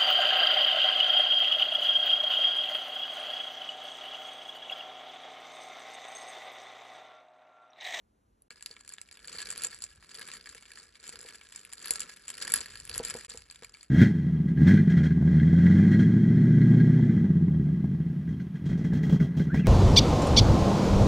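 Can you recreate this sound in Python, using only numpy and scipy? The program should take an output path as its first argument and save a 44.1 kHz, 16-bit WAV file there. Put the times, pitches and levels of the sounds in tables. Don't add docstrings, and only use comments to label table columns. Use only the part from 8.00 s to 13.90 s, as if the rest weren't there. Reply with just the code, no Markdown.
import sys
import numpy as np
from scipy import signal
from scipy.fft import rfft, irfft, next_fast_len
from scipy.io import wavfile
from scipy.ndimage import uniform_filter1d

SR = 44100
rng = np.random.default_rng(int(sys.argv[2]) if len(sys.argv) > 2 else 0)


def volts(x):
    e = np.asarray(x, float) / 20
    return 10 ** e


def transcribe(signal):
    frames = np.atleast_2d(signal).T
    limited = np.clip(frames, -1, 1)
    pcm = np.round(limited * 32767).astype(np.int16)
    wavfile.write(sys.argv[1], SR, pcm)


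N = 260190


def unit_rms(x):
    return x / np.sqrt(np.mean(x ** 2) + 1e-20)


def read_spectrum(points, hz):
    f, value = np.transpose(points)
    return np.interp(np.log(hz + 1), np.log(f + 1), value)


def noise(spectrum):
    hz = np.fft.rfftfreq(N, 1 / SR)
    white = rng.standard_normal(N)
    return unit_rms(irfft(rfft(white) * volts(read_spectrum(spectrum, hz)), N))


def swelling(rows, rest_db, rise_db_per_s, fall_db_per_s):
    t = np.arange(0, N + 64, 64) / SR
    power = volts(rest_db) ** 2
    for start, length, db in rows:
        before = np.maximum(start - t, 0)
        after = np.maximum(t - start - length, 0)
        power = power + volts(db - rise_db_per_s * before - fall_db_per_s * after) ** 2
    return np.interp(np.arange(N) / SR, t, np.sqrt(power))


def ring(modes):
    t = np.arange(4096) / SR
    return sum(volts(db - 60 * t / t60) * np.sin(2 * np.pi * hz * t) for hz, db, t60 in modes)


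# (frequency [Hz], relative density [dB])
ROOM_COLOUR = [(15, -71), (25, -33), (38, -25), (59, -5.5), (81, -12.5), (165, -28), (193, -12.5),
               (800, -30), (3450, -43), (5000, -47), (8000, -42), (13100, -31.5)]
ROOM_DB = -72.5


def room_hush():
    return volts(ROOM_DB) * noise(ROOM_COLOUR)


# (frequency [Hz], relative level [dB])
SHAKE_COLOUR = [(25, -40), (40, 8.5), (57, 8), (90, 2.5), (160, -5.5), (300, -29)]
# (time [s], level [dB])
SWELLS = [(1.48, -65), (1.77, -69), (1.99, -63), (2.55, -68), (3.27, -66), (4.03, -66), (4.58, -59.5),
          (4.78, -59), (4.95, -51.5), (5.15, -59.5), (5.39, -60.5), (5.67, -64)]


def rumble():
    events = [(s, 0, db) for s, db in SWELLS]
    gain = swelling(events, rest_db=-75.5, rise_db_per_s=65, fall_db_per_s=125)
    return gain * noise(SHAKE_COLOUR)


# (start [s], length [s], jostle level [dB])
STROKES = [(.52, 0.043, -65.5), (.7, 0.062, -64.5), (.9, 0.022, -60.5), (1.13, 0.077, -65), (1.3, .38, -50),
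           (1.8, 0.062, -60), (1.92, 0.024, -67.5), (2.04, 0.062, -65), (2.16, 0.21, -52.5),
           (2.5, 0.038, -57), (2.66, 0.074, -65), (2.79, 0.017, -55), (2.96, .03, -67.5), (3.07, 0.27, -55),
           (3.42, .05, -65.5), (3.55, 0.15, -60.5), (3.85, 0.2, -50.5), (4.14, 0.057, -61.5),
           (4.33, 0.028, -55.5), (4.44, .14, -44.5), (4.68, 0.13, -56.5), (4.95, 0.2, -47),
           (5.3, 0.038, -55.5), (5.51, .04, -66.5), (5.63, 0.12, -64), (5.82, 0.021, -68.5)]


def stirring():
    return swelling(STROKES, rest_db=-77.5, rise_db_per_s=135, fall_db_per_s=137)


def jostling():
    return stirring() * (np.arange(N) > GAPS[0][1] * SR)


# (frequency [Hz], relative level [dB])
APART_COLOUR = [(60, -26), (150, -21.5), (400, -14.5), (900, -17.5), (1500, -20.5), (2200, -71)]


def channel_hush():
    gain = volts(ROOM_DB - 6.5) + volts(-34.5) * stirring()
    return gain * noise(APART_COLOUR)


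def contact(rise_s, fall_s):
    t = np.arange(4096) / SR
    rise = (t / rise_s) ** 2 / (1 + (t / rise_s) ** 2)
    shape = rise * np.exp(-t / fall_s)
    return shape / np.linalg.norm(shape)


# (time [s], level [dB], frequency of the mode favoured by the struck spot [Hz],
# least share of the deep wall modes [dB], least share of the sharp top modes [dB])
KNOCKS = [(0.4204, -53, 10200, -28, -8), (0.5052, -32.5, 2230, -9, -21), (0.5114, -39, 1670, -21, -27),
          (0.608, -39.5, 1730, -10, -18), (0.625, -30.5, 7260, -14, -19), (0.6602, -21, 4280, -14.5, -17),
          (0.7111, -34.5, 4540, -22, -32), (0.7382, -54, 7210, -4, -26), (0.7648, -36.5, 2200, -2, -36),
          (0.8082, -38.5, 7100, -5.5, -25), (0.8482, -41, 1660, -19, -29), (0.8769, -36, 7200, -13, -9),
          (0.8912, -31.5, 7150, -22, -7), (0.9228, -40.5, 2260, -17, -2), (0.9367, -35.5, 7410, -18, -13),
          (0.9826, -34.5, 2220, -4.5, -22), (1.0143, -30, 7600, -15, -18), (1.0876, -41, 2230, -17, -25),
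          (1.112, -36.5, 4600, -14, -16), (1.1258, -39, 7300, -12, -29), (1.1715, -37.5, 1720, -7, -12),
          (1.219, -44, 1680, -17, -18), (1.2745, -34, 7300, -15, -23), (1.2814, -33, 4480, -11, -30),
          (1.2944, -35, 7600, -22, -19), (1.3033, -47, 1690, -25, -20), (1.3448, -45, 4530, -24, -26),
          (1.3654, -33, 4530, -17, -27), (1.4168, -28, 7580, -12, -22), (1.4264, -27, 4370, -9, -23),
          (1.4564, -27, 4380, -25, -21), (1.4701, -26, 2000, -19, -14), (1.5026, -23, 7600, -16, -15),
          (1.5124, -24.5, 7600, -21, -18), (1.5723, -30, 7060, -15, -14), (1.5774, -28.5, 4300, -14, -4.5),
          (1.62, -28.5, 7280, -11, -7), (1.6356, -22, 7400, -18, -4), (1.6465, -19, 7700, -19, -11),
          (1.651, -31, 7200, -18, -18), (1.6684, -26, 7400, -15, -20), (1.7449, -30.5, 7360, -26, -28),
          (1.788, -42.5, 7420, -9, -8), (1.8209, -22.5, 7660, -40, -17), (1.839, -23.5, 7600, -34, -18),
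          (1.8474, -39, 7380, -21, -19), (1.9756, -48, 1680, -11, -25), (2.0259, -44, 1710, -2, -30),
          (2.1136, -34.5, 4450, -10, -23), (2.144, -33.5, 4490, -25, -6), (2.1502, -35, 4510, -24, -18),
          (2.183, -49, 3260, -18, -9), (2.1937, -36, 1650, -10, -3), (2.2124, -26, 1690, -13, -14),
          (2.2268, -41, 1700, -15, -19), (2.2754, -29, 7460, -8.5, -24), (2.2858, -33, 1680, -4, -14),
          (2.3156, -23.5, 3700, -27, -25), (2.3392, -32, 3840, -15, -15), (2.4581, -31, 1880, -14.5, -18),
          (2.4713, -33, 1690, -6, -22), (2.4909, -35.5, 6960, -14, -27), (2.5478, -35.5, 1750, -5, -8),
          (2.579, -32.5, 2220, -20, -23), (2.6244, -40.5, 7240, -4.5, -23), (2.6542, -39, 2100, -5.5, -31),
          (2.7046, -38, 1780, -14, -22), (2.7173, -30.5, 2140, -19, -15), (2.7733, -31.5, 1620, -14, -41),
          (2.9536, -41.5, 2350, -11, -25), (3.0395, -35.5, 1650, -17, -20),
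          (3.0775, -31.5, 7500, -10.5, -14), (3.0921, -25.5, 7440, -22, -26), (3.1564, -32, 4150, -9, -14),
          (3.1897, -32.5, 7000, -15, -23), (3.2125, -36.5, 7120, -21, -9), (3.2284, -36.5, 1650, -16, -11),
          (3.2869, -33, 2210, -6, -16), (3.3458, -36, 1570, -11, -20), (3.4122, -36.5, 2240, -6, -22),
          (3.4882, -41, 7640, -11, -17), (3.5235, -36, 7250, -6, -12), (3.5473, -50, 1510, -19, -10),
          (3.5597, -27, 7200, -15, -25), (3.5922, -40, 7300, -9, -21), (3.6496, -36.5, 10900, -8.5, -17),
          (3.693, -45, 1700, -15, -25), (3.726, -34, 7500, -20, -22), (3.7331, -27.5, 7600, -13, -20),
          (3.78, -36, 4500, -11, -11), (3.8257, -35, 7500, -22, -8), (3.8573, -27.5, 10700, -10, -12),
          (3.8727, -25, 4510, -24, -18), (3.8812, -28.5, 11000, -9, -4), (3.907, -11.5, 7200, -23, -5),
          (3.935, -28, 7040, -20, -7), (3.9567, -21.5, 7550, -20, -18), (3.9948, -28, 7700, -20, -16),
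          (4.0041, -18.5, 7200, -14.5, -26), (4.017, -26, 7250, -13, -17), (4.0253, -33, 7230, -12, -21),
          (4.0946, -37, 4440, -6, -30), (4.164, -43.5, 1660, -15, -3), (4.2808, -27.5, 7960, -11.5, -16),
          (4.2904, -30, 7460, -10, -14), (4.3018, -23, 7800, -11.5, -22), (4.3784, -31.5, 3730, -29, -8),
          (4.401, -31, 4330, -20, -19), (4.4238, -20.5, 4440, -19, -10), (4.4774, -20.5, 1780, -26, -13),
          (4.4996, -32.5, 1680, -10, -9), (4.5198, -17, 7300, -23, -11), (4.5376, -17, 6730, -16, -12),
          (4.5382, -12, 1710, -16.5, -3.5), (4.5586, -22, 11100, -20, -13), (4.576, -25.5, 7400, -22, -18),
          (4.6058, -28, 7400, -18, -21), (4.6585, -27.5, 1710, -11.5, -14.5),
          (4.755, -33.5, 4550, -3.5, -13), (4.8001, -29.5, 7250, -21, -23), (4.8514, -32.5, 7350, -14, -8),
          (4.8755, -34.5, 2240, -18, -11), (4.8947, -23, 4430, -16, -6), (4.9412, -25.5, 4500, -27, -15),
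          (4.9576, -26.5, 1680, -16, -0.5), (4.9786, -21.5, 7240, -20, -7), (5.0493, -20.5, 7070, -40, -8),
          (5.083, -29, 1830, -14, -11), (5.0992, -23.5, 7800, -8, -17), (5.1063, -25.5, 1680, -19, -13),
          (5.1396, -26, 2170, -12, -8), (5.1716, -37, 7250, -18, -17), (5.247, -31, 7360, -10, -22),
          (5.2976, -30.5, 7400, -15, -18), (5.3049, -30.5, 4600, -16, -31), (5.3178, -35, 4450, -14, -22),
          (5.3552, -38, 7200, -17, -14), (5.374, -30.5, 7200, -15, -24), (5.4196, -36, 4440, -14, -22),
          (5.4996, -36, 4500, -14, -21), (5.5102, -32, 7300, -11, -25), (5.5234, -44, 4500, -6, -10),
          (5.5582, -40, 7150, -6, -37), (5.6224, -34, 3350, -6, -28), (5.6332, -32, 1760, -9, -22),
          (5.6456, -27.5, 1910, -19, -17.5), (5.7398, -39, 4520, -10, -26), (5.7474, -38.5, 2170, -9, -28),
          (5.7702, -48, 7460, -5, -20), (5.8094, -37.5, 4520, -23, -33), (5.8296, -34, 7210, -11.5, -15)]
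# (low edge [Hz], high edge [Hz])
BANDS = [(1000, 2100), (2100, 3800), (3800, 6000), (6000, 9000), (9000, 11800)]
# (frequency [Hz], relative level within its band [dB], t60 [s])
GLASS_MODES = [(1346, 3, 0.086), (1676, 11.5, 0.046), (1820, 14, 0.015), (2275, 3, 0.026),
               (2680, 3.5, 0.011), (3045, -6, 0.03), (4520, 10.5, 0.012), (4720, -6.5, 0.033),
               (5100, 1.5, 0.02), (7324, 0.5, 0.0097), (7210, -13.5, 0.014), (7750, -3.5, 0.011),
               (8300, -4, 0.0096), (10210, -0.5, 0.019), (11000, 8, 0.01), (9900, -37, 0.0092)]
JOSTLE_DB = [-10.5, -14.5, -6.5, -4, -9]
CRACK_DB = [-3.5, 4, -6, -20.5, -3]
UNLIKE_DB = [-21, -12, -9, -12, -11]
KNOCK_DB = [6, 5.8, 8.7, 12.9, 17.2]


def ice():
    time_s, level_db, favoured_hz, deep_db, sharp_db = np.transpose(KNOCKS)
    span = next_fast_len(N + 4096)
    at = np.round(time_s * SR).astype(int)
    small = np.flatnonzero(rng.random(N) < 220 / SR)
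    size_db = 3.0 * np.minimum(rng.exponential(1, len(small)), 3)
    stir = jostling()
    press = contact(0.00046, 0.00056) + volts(-12) * contact(0.0049, 0.0074)
    load = np.minimum(np.arange(4096) / SR / 0.00068, 1)
    spectrum = 0
    for k, (lo, hi) in enumerate(BANDS):
        band_filter = signal.butter(3, [lo, hi], "band", fs=SR, output="sos")
        crack = signal.sosfilt(band_filter, np.eye(1, 4096)[0])
        in_band = [m for m in GLASS_MODES if lo < m[0] < hi]
        modes = [ring([m]) for m in in_band]
        whole = np.linalg.norm(modes)
        pitches = [m[0] for m in in_band] + [np.sqrt(lo * hi)]
        bodies = [m / whole for m in modes] + [volts(CRACK_DB[k]) * crack / np.linalg.norm(crack)]
        for hz, body in zip(pitches, bodies):
            chance, crackle, other = rng.standard_normal((3, N))
            small_chance_db = 7 * np.clip(chance[small], -3, 1.5)
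            knock_chance_db = 7 * np.clip(chance[at], -3, 1.5)
            blows = np.zeros(N)
            blows[small] = volts(size_db + small_chance_db)
            blows = unit_rms(blows) * stir * volts(JOSTLE_DB[k])

            if hz < 3800:
                least_db = deep_db
            elif hz > 9000:
                least_db = sharp_db
            else:
                least_db = -11
            share_db = np.maximum(-30 * abs(np.log2(hz / favoured_hz)), least_db)
            blows[at] = volts(level_db + share_db + KNOCK_DB[k] + 0.39 * knock_chance_db)

            unlike = volts(UNLIKE_DB[k]) * np.array([other, -other])
            puff = signal.oaconvolve(blows, press)[:N] * (np.sign(crackle) + unlike)
            spectrum = spectrum + rfft(puff, span) * rfft(body, span)
            spectrum = spectrum + volts(-5.0) * rfft(blows, span) * rfft(body * load, span)
    return irfft(spectrum, span)[:, :N]


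# (frequency [Hz], relative level [dB])
SLOSH_COLOUR = [(60, -48), (160, -4.5), (300, -10), (460, -4), (800, -25), (1500, -6), (3000, -17),
                (6000, -20.5), (11500, -46), (13000, -58)]


def slosh():
    return volts(-7) * jostling() * noise(SLOSH_COLOUR)


# (time [s], level [dB])
THUDS = [(0.509, -55.5), (0.704, -50), (1.346, -45.5), (1.481, -50.5), (1.552, -57), (1.654, -43),
         (2.186, -50.5), (2.55, -49), (3.04, -57.5), (3.137, -47.5), (3.194, -51), (3.248, -43),
         (3.908, -39.5), (4.549, -67), (4.607, -45), (4.901, -44), (4.962, -45), (4.998, -24.5),
         (5.149, -29.5), (5.311, -51), (5.345, -39), (5.622, -41.5)]
# (frequency [Hz], relative level [dB], t60 [s])
TABLE_MODES = [(228, -8, 0.044), (470, -11.5, 0.17), (495, -3.5, 0.04), (691, -3.5, 0.027),
               (814, -7, 0.039), (954, -11.5, 0.093)]


def thuds():
    blows = np.zeros(N)
    for s, db in THUDS:
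        blows[round(s * SR)] = volts(db)
    push = np.hanning(260) * np.sin(2 * np.pi * 490 * np.arange(260) / SR)
    push[90:110] += 4.2 * np.hanning(20)
    thud = np.convolve(ring(TABLE_MODES), push)
    return signal.oaconvolve(blows, thud / abs(thud).max())[:N]


def echo(x):
    at = np.arange(300, 12000, 20)
    level = volts(-60 * at / SR / 0.15)
    taps = np.zeros(12020)
    taps[at + rng.integers(0, 20, len(at))] = rng.choice([-1., 1.], len(at)) * level
    return signal.oaconvolve(x, taps / np.linalg.norm(taps))[:N]


# (frequency [Hz], lead of the left channel [rad])
PHASE_LEAD = [(0, 0), (1500, 0), (4000, .8), (4600, 1.75), (4900, 3.2), (5200, 5), (5500, 5.95),
              (5800, 6.26), (6200, 6.5), (7000, 7.55), (8500, 9), (9500, 9.6), (11500, 11.6), (12000, 12.6),
              (13500, 12.9)]


def turn_phase(x):
    size = next_fast_len(N + 4096)
    lead = np.interp(np.fft.rfftfreq(size, 1 / SR), *np.transpose(PHASE_LEAD))
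    turn = np.exp(.5j * lead)
    return irfft(rfft(x, size) * np.array([turn, 1 / turn]), size)[:, :N]


def scene():
    background = room_hush() + rumble()
    apart = channel_hush()
    stirred = ice() + slosh()
    thud = thuds()
    near = stirred + thud + volts(-8.5) * echo(thud) + background
    return turn_phase(near) + [apart, -apart]


def roll_off(x):
    return signal.sosfilt(signal.butter(12, 13280, fs=SR, output="sos"), x)


# (from [s], to [s])
GAPS = [(0.4826, .5015), (5.267, 5.2815)]


def record(dry):
    t = np.arange(N) / SR
    on = np.prod([(t < a) | (t > b) for a, b in GAPS], axis=0)
    low_pass = signal.butter(7, 11230, fs=SR, output="sos")
    dull = signal.sosfiltfilt(low_pass, dry)
    mix = dull * uniform_filter1d(on * 1., 40)
    return roll_off(mix)


dry = scene()
out = record(dry)
transcribe(out)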